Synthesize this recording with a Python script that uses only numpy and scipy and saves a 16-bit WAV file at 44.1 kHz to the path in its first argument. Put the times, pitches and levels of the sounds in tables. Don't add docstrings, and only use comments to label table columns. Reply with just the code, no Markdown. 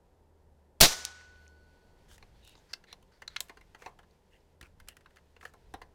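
import sys
import numpy as np
from scipy import signal
from scipy.fft import rfft, irfft, next_fast_len
from scipy.io import wavfile
from scipy.ndimage import uniform_filter1d, map_coordinates

SR = 44100
rng = np.random.default_rng(int(sys.argv[2]) if len(sys.argv) > 2 else 0)


def ratio(d):
    e = np.asarray(d, float) / 20
    return 10 ** e


def generate_wav(sig):
    pcm = np.round(np.clip(np.atleast_2d(sig).T, -1, 1) * 32767).astype(np.int16)
    wavfile.write(sys.argv[1], SR, pcm)


N = 262215

# start [s], level at the top [dB], rise [s], hold [s],
# t60 [s].
AIR_PUFFS = [(0.8031, -24.5, .0015, 0.0023, 0.0088), (0.8083, -3.5, .001, .0078, 0.0047),
             (0.8127, -11, .017, .002, 0.23)]
# frequency [Hz], relative density [dB per Hz].
BLAST_COLOUR = [(59, -37.5), (100, -6.5), (182, -6), (552, -7.5), (699, -0.5), (761, -11.5), (1070, -7.5),
                (1240, -15), (2460, -8), (3250, -9), (4120, -3), (5320, -6.5), (5790, -8), (15100, -14),
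                (16500, -28)]
# frequency [Hz], relative density [dB per Hz].
ECHO_COLOUR = [(100, -8.5), (560, -8.5), (760, -6), (1100, -7.5), (1450, -8), (2500, -8.5), (6000, 0.5),
               (8000, -7.5), (11000, -10), (15500, -13), (16500, -40)]
# frequency [Hz], t60 [s].
YARD_DECAY = [(150, 0.45), (700, 0.9), (1800, 1), (4800, 0.7), (8000, 0.66), (11000, 0.46), (15000, .4)]
# frequency [Hz], t60 [s].
FAR_DECAY = [(700, 1.6), (2000, 2.3), (4400, 4.6), (9000, 2.)]
# frequency [Hz], starting peak [dB], t60 [s].
TANK_RING = [(1483, -43.5, 2.1)]
# start [s], peak [dB], centre [Hz],
# width [Hz], t60 [s].
PELLET_SLAPS = [(1.0513, -12, 6220, 7100, 0.028), (1.211, -48.5, 1990, 690, .02),
                (1.293, -63, 7500, 2500, .01), (1.36, -54.5, 3200, 2500, .015),
                (1.466, -53.5, 2300, 904, .015), (1.4794, -46, 6280, 2006, 0.0091)]
# time [s], peak of the ring [dB], strongest ring [Hz],
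# opening rms of the wooden knock [dB re ring peak], opening rms of the bright crack [dB re ring peak].
CONTACTS = [(2.1797, -51.5, 2400, -17.5, -7), (2.2253, -44, 2382, -15.5, -27.5),
            (2.4484, -61, 2720, -21.5, 0), (2.4753, -52.5, 3820, -24.5, -2),
            (2.4931, -54.5, 3780, -23.5, -3), (2.5526, -49.5, 4300, -9.5, -27),
            (2.5774, -57, 3880, -7, -25), (2.7326, -30, 4004, -26, -28.5), (2.7357, -24, 4780, -36.5, -23),
            (2.8387, -48.5, 1870, -31, -31), (2.9275, -34, 3955, -22.5, -19),
            (3.026, -59.5, 2960, -14.5, -9), (3.1203, -58.5, 1508, -18, -32),
            (3.2196, -37.5, 1883, -15, -22.5), (3.2775, -28, 4100, -40, -47), (3.3618, -25, 1898, -39, -23),
            (3.3654, -24, 4200, -60.5, -41), (3.4049, -27, 3840, -25.5, -1.5), (3.4846, -54, 2000, -24, -7),
            (3.4948, -38, 1897, -16, -21), (3.571, -47, 1680, -11, -24), (3.6105, -51, 2030, -13.5, -16.5),
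            (3.7472, -40.5, 1700, -14.5, -43.5), (3.8203, -43.5, 2022, -9, -20.5),
            (3.8603, -37.5, 1895, -5.5, -46), (3.989, -48, 1550, -9, -21), (4.0306, -59.5, 1514, -7.5, -19),
            (4.109, -64, 4600, -25, -13.5), (4.405, -69, 5200, -30, -15), (4.6115, -42, 2305, -20.5, -9.5),
            (4.6272, -43.5, 2433, -20, -17), (4.8, -46.5, 1580, -27, -11),
            (4.8746, -53, 1760, -25.5, -15.5), (4.8853, -37.5, 2560, -24.5, -3.5),
            (4.968, -48, 1810, -25, -8), (5.008, -55.5, 1806, -19, -17), (5.047, -68, 3340, -25.5, -20),
            (5.106, -60, 1500, -20.5, -20), (5.059, -45.5, 1450, -31, -29), (5.16, -55.5, 1517, -13, -10.5),
            (5.1682, -47.5, 1858, -25, -24), (5.1834, -58.5, 1870, -12, -22),
            (5.3638, -49, 1960, -12, -28.5), (5.4103, -46.5, 1814, -26.5, -23),
            (5.4284, -43.5, 1200, -17, -31), (5.452, -33, 1585, -17.5, -21),
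            (5.5368, -49.5, 1320, -13.5, -14), (5.739, -37.5, 1892, -5, -14),
            (5.8162, -41.5, 1790, -5, -23.5)]
# frequency [Hz], width [Hz], gain before each contact's own weighting [dB].
ACTION_MODES = [(1240, 910, 5.5), (1671, 870, 7.5), (2116, 120, 7.5), (2720, 330, 4), (3780, 850, 3.5),
                (4200, 450, 7.5), (5090, 320, 2), (5960, 740, 1.5)]
# frequency [Hz], width [Hz], gain before random variation [dB].
STOCK_MODES = [(340, 200, -4), (500, 150, 0), (731, 140, 1), (1050, 200, -1)]
# start [s], end [s], level before the swell [dB], lower ring [Hz],
# upper ring [Hz].
SLIDE_STROKES = [(2.078, 2.171, -65.5, 1590, 3120), (2.328, 2.437, -78.5, 3415, 4250),
                 (2.42, 2.554, -64.5, 2814, 3750), (2.552, 2.605, -73, 3900, 6550),
                 (2.688, 2.733, -65.5, 1650, 4680), (2.867, 2.947, -61, 2018, 3880),
                 (3.118, 3.19, -73, 1700, 4510), (3.292, 3.366, -63.5, 1700, 3800),
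                 (3.783, 3.899, -64, 904, 2170), (4.31, 4.385, -70.5, 1950, 2750),
                 (4.629, 4.675, -61.5, 1438, 2300), (4.893, 4.937, -65, 1836, 2850),
                 (5.411, 5.501, -71, 1198, 2600)]
# start [s], end [s], level before the swell [dB].
BRUSH_STROKES = [(2.081, 2.174, -65), (2.425, 2.546, -74), (2.695, 2.73, -78.5), (3.776, 3.904, -71.5),
                 (4.306, 4.38, -80.5), (4.628, 4.677, -76), (5.401, 5.508, -70)]
# start [s], peak [dB].
BENCH_THUDS = [(3.862, -52.5), (3.991, -52), (4.612, -51.5), (4.629, -46)]
# frequency [Hz], width [Hz], gain [dB].
BENCH_TOP_MODES = [(62, 21, -1.5), (351, 49, -3)]
# middle [s], level added to the calm, before flutter [dB].
WIND_GUSTS = [(2.3, -64), (2.6, -71), (3.3, -70.5), (3.8, -65.5), (4.75, -67), (5.7, -64)]
# frequency [Hz], relative density [dB per Hz].
WIND_COLOUR = [(8, -12.5), (22, -3.5), (50, -4.5), (100, -11.5), (200, -25)]
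# time [s], level before wavering [dB].
ENGINE_LEVEL = [(0, -72), (.6, -65.5), (1.66, -65), (2.0, -77.5), (4.45, -75), (4.85, -67.5), (5.35, -72.5),
                (5.95, -67.5)]
# time [s], level before wavering [dB].
ROAD_LEVEL = [(0, -69.5), (1.5, -66.5), (4, -69), (5.95, -68.5)]
# frequency [Hz], relative density [dB per Hz].
ROAD_COLOUR = [(65, -46), (110, -14), (156, -3.5), (248, -9.5), (324, -10.5), (366, -7.5), (439, -6.5),
               (696, -14), (942, -12), (1120, -23), (2000, -29.5), (2600, -70.5), (4400, -120)]
# time [s], rustle level before wavering [dB].
MOTION_LEVEL = [(0, -84), (.8, -86.5), (1.45, -74), (1.7, -78.5), (2.6, -73), (3.1, -80), (3.43, -71),
                (3.6, -76), (4.47, -80), (5.39, -79.5), (5.6, -74.5), (5.95, -80.5)]
# frequency [Hz], relative density [dB per Hz].
CLOTHING_COLOUR = [(900, -16), (1500, 0.5), (3000, -2.5), (5000, -5.5), (8000, -12), (15000, -19.5)]
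# frequency [Hz], relative density [dB per Hz].
MIC_HISS_COLOUR = [(1000, -11.5), (2000, -2.5), (8000, -0.5), (14500, -4), (15500, -14.5)]


def unit(x):
    return x / np.sqrt(np.mean(x ** 2) + 1e-20)


def along(points, hz):
    f, v = np.transpose(points)
    return np.interp(np.log(hz + 1), np.log(f + 1), v)


def curve(rows):
    s, values = np.transpose(rows)
    return np.interp(np.arange(N) / SR, s, values)


def wobble(rate):
    knots = rng.standard_normal(int(N * rate / SR) + 4)
    return map_coordinates(knots, [np.arange(N) * rate / SR])


def filtered(x, response):
    m = next_fast_len(len(x) + 8192)
    spectrum = rfft(x, m) * response(np.fft.rfftfreq(m, 1 / SR))
    return irfft(spectrum, m)[:len(x)]


def noise(colour):
    closed = [(0.006, -120)] + list(colour) + [(colour[-1][0] * 2, -120)]
    return unit(filtered(rng.standard_normal(N), lambda hz: ratio(along(closed, hz))))


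def resonance(f, hz, width):
    return 1j * f * width / (hz * hz - f * f + 1j * f * width)


def body(x, modes, gains):
    def response(f):
        total = 0
        for k, ((hz, width, db), gain) in enumerate(zip(modes, gains)):
            total = total + (-1) ** k * gain * ratio(db) * resonance(f, hz, width)
        return total
    y = filtered(x, response)
    return y / np.abs(y).max()


def add(out, s, x):
    part = out[round(s * SR):][:len(x)]
    part += x[:len(part)]


def fading(t60s, size):
    hz, t, z = signal.stft(rng.standard_normal(size), SR, nperseg=256)
    decay = ratio(-60 * t / along(t60s, hz)[:, None])
    return signal.istft(z * decay, SR, nperseg=256)[1][:size]


def puff_level():
    plume_ends_s, plume_end_t60_s = 0.862, 0.12
    t = np.arange(N) / SR
    level = np.zeros(N)
    for s, db, rise, hold, t60 in AIR_PUFFS:
        decay_db = -60 * np.maximum(t - s - rise - hold, 0) / t60
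        level += ratio(db + decay_db) * np.clip((t - s) / rise, 0, 1)
    return level * ratio(-60 * np.maximum(t - plume_ends_s, 0) / plume_end_t60_s)


def blast():
    treble_hz, treble_t60_s = 7500, 0.3
    jet = noise(BLAST_COLOUR)
    treble = filtered(jet, lambda f: 1 / (1 + (treble_hz / (f + 1)) ** 6))
    since_plume = np.maximum(np.arange(N) / SR - AIR_PUFFS[-1][0], 0)
    treble_left = ratio(-60 * since_plume / treble_t60_s)
    return puff_level() * ratio(1.5 * wobble(300)) * (jet - (1 - treble_left) * treble)


def echoes():
    yard_edge_s, beyond_db = 0.119, -3
    out, t = np.zeros(N), np.arange(2 * SR) / SR
    rise = 1 - np.exp(-t / 0.013)

    def colour(hz):
        return ratio(along(ECHO_COLOUR, hz))

    def insects(hz):
        return 0.28 * colour(hz) + resonance(hz, 4400, 500) ** 2

    past_fence = np.clip((t - yard_edge_s) / 0.019, 0, 1)
    yard_level = ratio(-18 + beyond_db * past_fence + 1.2 * wobble(52)[:len(t)])
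    add(out, 0.81, yard_level * rise * filtered(fading(YARD_DECAY, len(t)), colour))
    add(out, 0.81, ratio(-55) * rise * filtered(fading(FAR_DECAY, len(t)), insects))
    return out


def tank():
    out, t = np.zeros(N), np.arange(2 * SR) / SR
    for hz, db, t60 in TANK_RING:
        add(out, 0.808, ratio(db - 60 * t / t60) * np.sin(2 * np.pi * hz * t))
    return out


def pellet():
    out, t = np.zeros(N), np.arange(2048) / SR
    for s, db, hz, width, t60 in PELLET_SLAPS:
        shreds = 0.035 * rng.standard_normal(2048) * ratio(-60 * t / t60)
        snap = shreds + (t == 0)
        dulled = filtered(snap, lambda f: resonance(f, hz, width) / (1 + 1j * f / 9000) ** 2)
        add(out, s, ratio(db) * body(dulled, [(hz, width, 0)], [1]))
    return out


def opening_unit(x, size):
    return x / np.sqrt(np.mean(x[:size] ** 2))


def handling():
    stock_t60_s, stock_tail_db = 0.19, -12
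    out, t = np.zeros(N), np.arange(SR // 5) / SR
    pitches = np.array([mode[0] for mode in ACTION_MODES])
    for s, db, hz, knock_db, crack_db in CONTACTS:
        t60 = 0.074 * (2000 / hz) ** 0.96 * ratio(0.23 * knock_db)
        envelope = (ratio(-60 * t / t60) + 0.96 * ratio(-60 * t / 0.018)) * (1 - np.exp(-t / 0.00065))
        rattle = rng.standard_normal((3, len(t))) * envelope

        octaves_off = np.abs(np.log2(pitches / hz))
        near = ratio(-7 * octaves_off + rng.normal(0, 2.2, len(ACTION_MODES)))
        in_step = (-1) ** np.argmin(np.abs(pitches - hz))
        dulled = filtered(rattle[0], lambda f: 1 / (1 + 1j * f / 6000))
        ring = body(dulled, list(ACTION_MODES) + [(hz, 400, 4)], [*near, in_step])

        shaking = ratio(stock_tail_db - 60 * t / stock_t60_s) * rng.standard_normal(len(t))
        knock = body(rattle[1] + shaking, STOCK_MODES, ratio(rng.normal(0, 2.3, len(STOCK_MODES))))
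        crack = body(rattle[2] * ratio(-60 * t / 0.046), [(7500, 21000, 0.5), (13500, 5000, -2)], [1, 1])

        contact = ring + ratio(knock_db) * opening_unit(knock, 220) + ratio(crack_db) * opening_unit(crack, 70)
        add(out, s - 0.0003, ratio(db) * contact)
    return out


def stroke(start, end):
    size = round((end - start) * SR)
    swell = np.sin(np.linspace(0, np.pi, size)) ** 0.55
    grit = unit(uniform_filter1d(rng.standard_normal(8192), size=90))
    return swell * ratio(2.9 * grit)[:size]


def dry_hiss():
    return unit(filtered(rng.standard_normal(8192), lambda f: resonance(f, 6000, 7100) ** 2))


def slides():
    out = np.zeros(N)
    for start, end, db, low_hz, high_hz in SLIDE_STROKES:
        width = 110 + 0.44 * (high_hz - low_hz)

        def rings(f):
            return resonance(f, low_hz, width) ** 2 + resonance(f, high_hz, width) ** 2

        rub = unit(filtered(rng.standard_normal(8192), rings))
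        shape = stroke(start, end)
        friction = rub + ratio(-20) * dry_hiss()
        add(out, start, ratio(db) * shape * friction[:len(shape)])
    return out


def brushes():
    out = np.zeros(N)
    for start, end, db in BRUSH_STROKES:
        shape = stroke(start, end)
        add(out, start, ratio(db) * shape * dry_hiss()[:len(shape)])
    return out


def thuds():
    out, t = np.zeros(N), np.arange(SR // 5) / SR
    ring = body(t * np.exp(-t / 0.00069), BENCH_TOP_MODES, [1, 1])
    for s, db in BENCH_THUDS:
        add(out, s, ratio(db) * ring)
    return out


def bench_reflections(x):
    tail = fading([(500, 0.32), (4000, 0.084), (12000, 0.16)], SR // 2)
    return signal.fftconvolve(np.pad(x, (200, 0)), tail / np.linalg.norm(tail))[:N]


def wind():
    calm_db, gust_s = -69.5, 0.19
    t = np.arange(N) / SR
    blow = ratio(calm_db) + sum(ratio(db) * np.exp(-((t - s) / gust_s) ** 2) for s, db in WIND_GUSTS)
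    return blow * ratio(2.5 * wobble(8)) * noise(WIND_COLOUR)


def engine():
    level = ratio(curve(ENGINE_LEVEL) + 2.5 * wobble(5))
    phase = 2 * np.pi * np.cumsum(76 + 3.5 * wobble(4)) / SR
    return level * np.sqrt(2) * np.sin(phase)


def traffic():
    return ratio(curve(ROAD_LEVEL) + 0.8 * wobble(2.4)) * noise(ROAD_COLOUR)


def rustle():
    return ratio(curve(MOTION_LEVEL) + 1.5 * wobble(15)) * noise(CLOTHING_COLOUR)


def microphone_hiss():
    return ratio(-87.5) * noise(MIC_HISS_COLOUR)


def scene():
    near = handling() + slides() + brushes() + thuds()
    shot = blast() + echoes() + tank() + pellet()
    reflected = ratio(-16) * bench_reflections(near)
    background = wind() + engine() + traffic() + rustle() + microphone_hiss()
    return (shot + near + reflected + background)[None]


def low_pass(x):
    return signal.sosfilt(signal.butter(12, 16650, fs=SR, output="sos"), x)


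def record(dry):
    ceiling, sag_hz, sag_width_hz = 0.37, 13, 11
    squashed = dry[0] / (1 + np.abs(dry[0] / ceiling) ** 3) ** (1 / 3)
    cut_off = np.abs(dry[0] - squashed)
    sag = filtered(cut_off, lambda f: resonance(f, sag_hz, sag_width_hz))
    mix = (squashed - ratio(1) * sag)[None]
    return low_pass(mix)


dry = scene()
out = record(dry)
generate_wav(out)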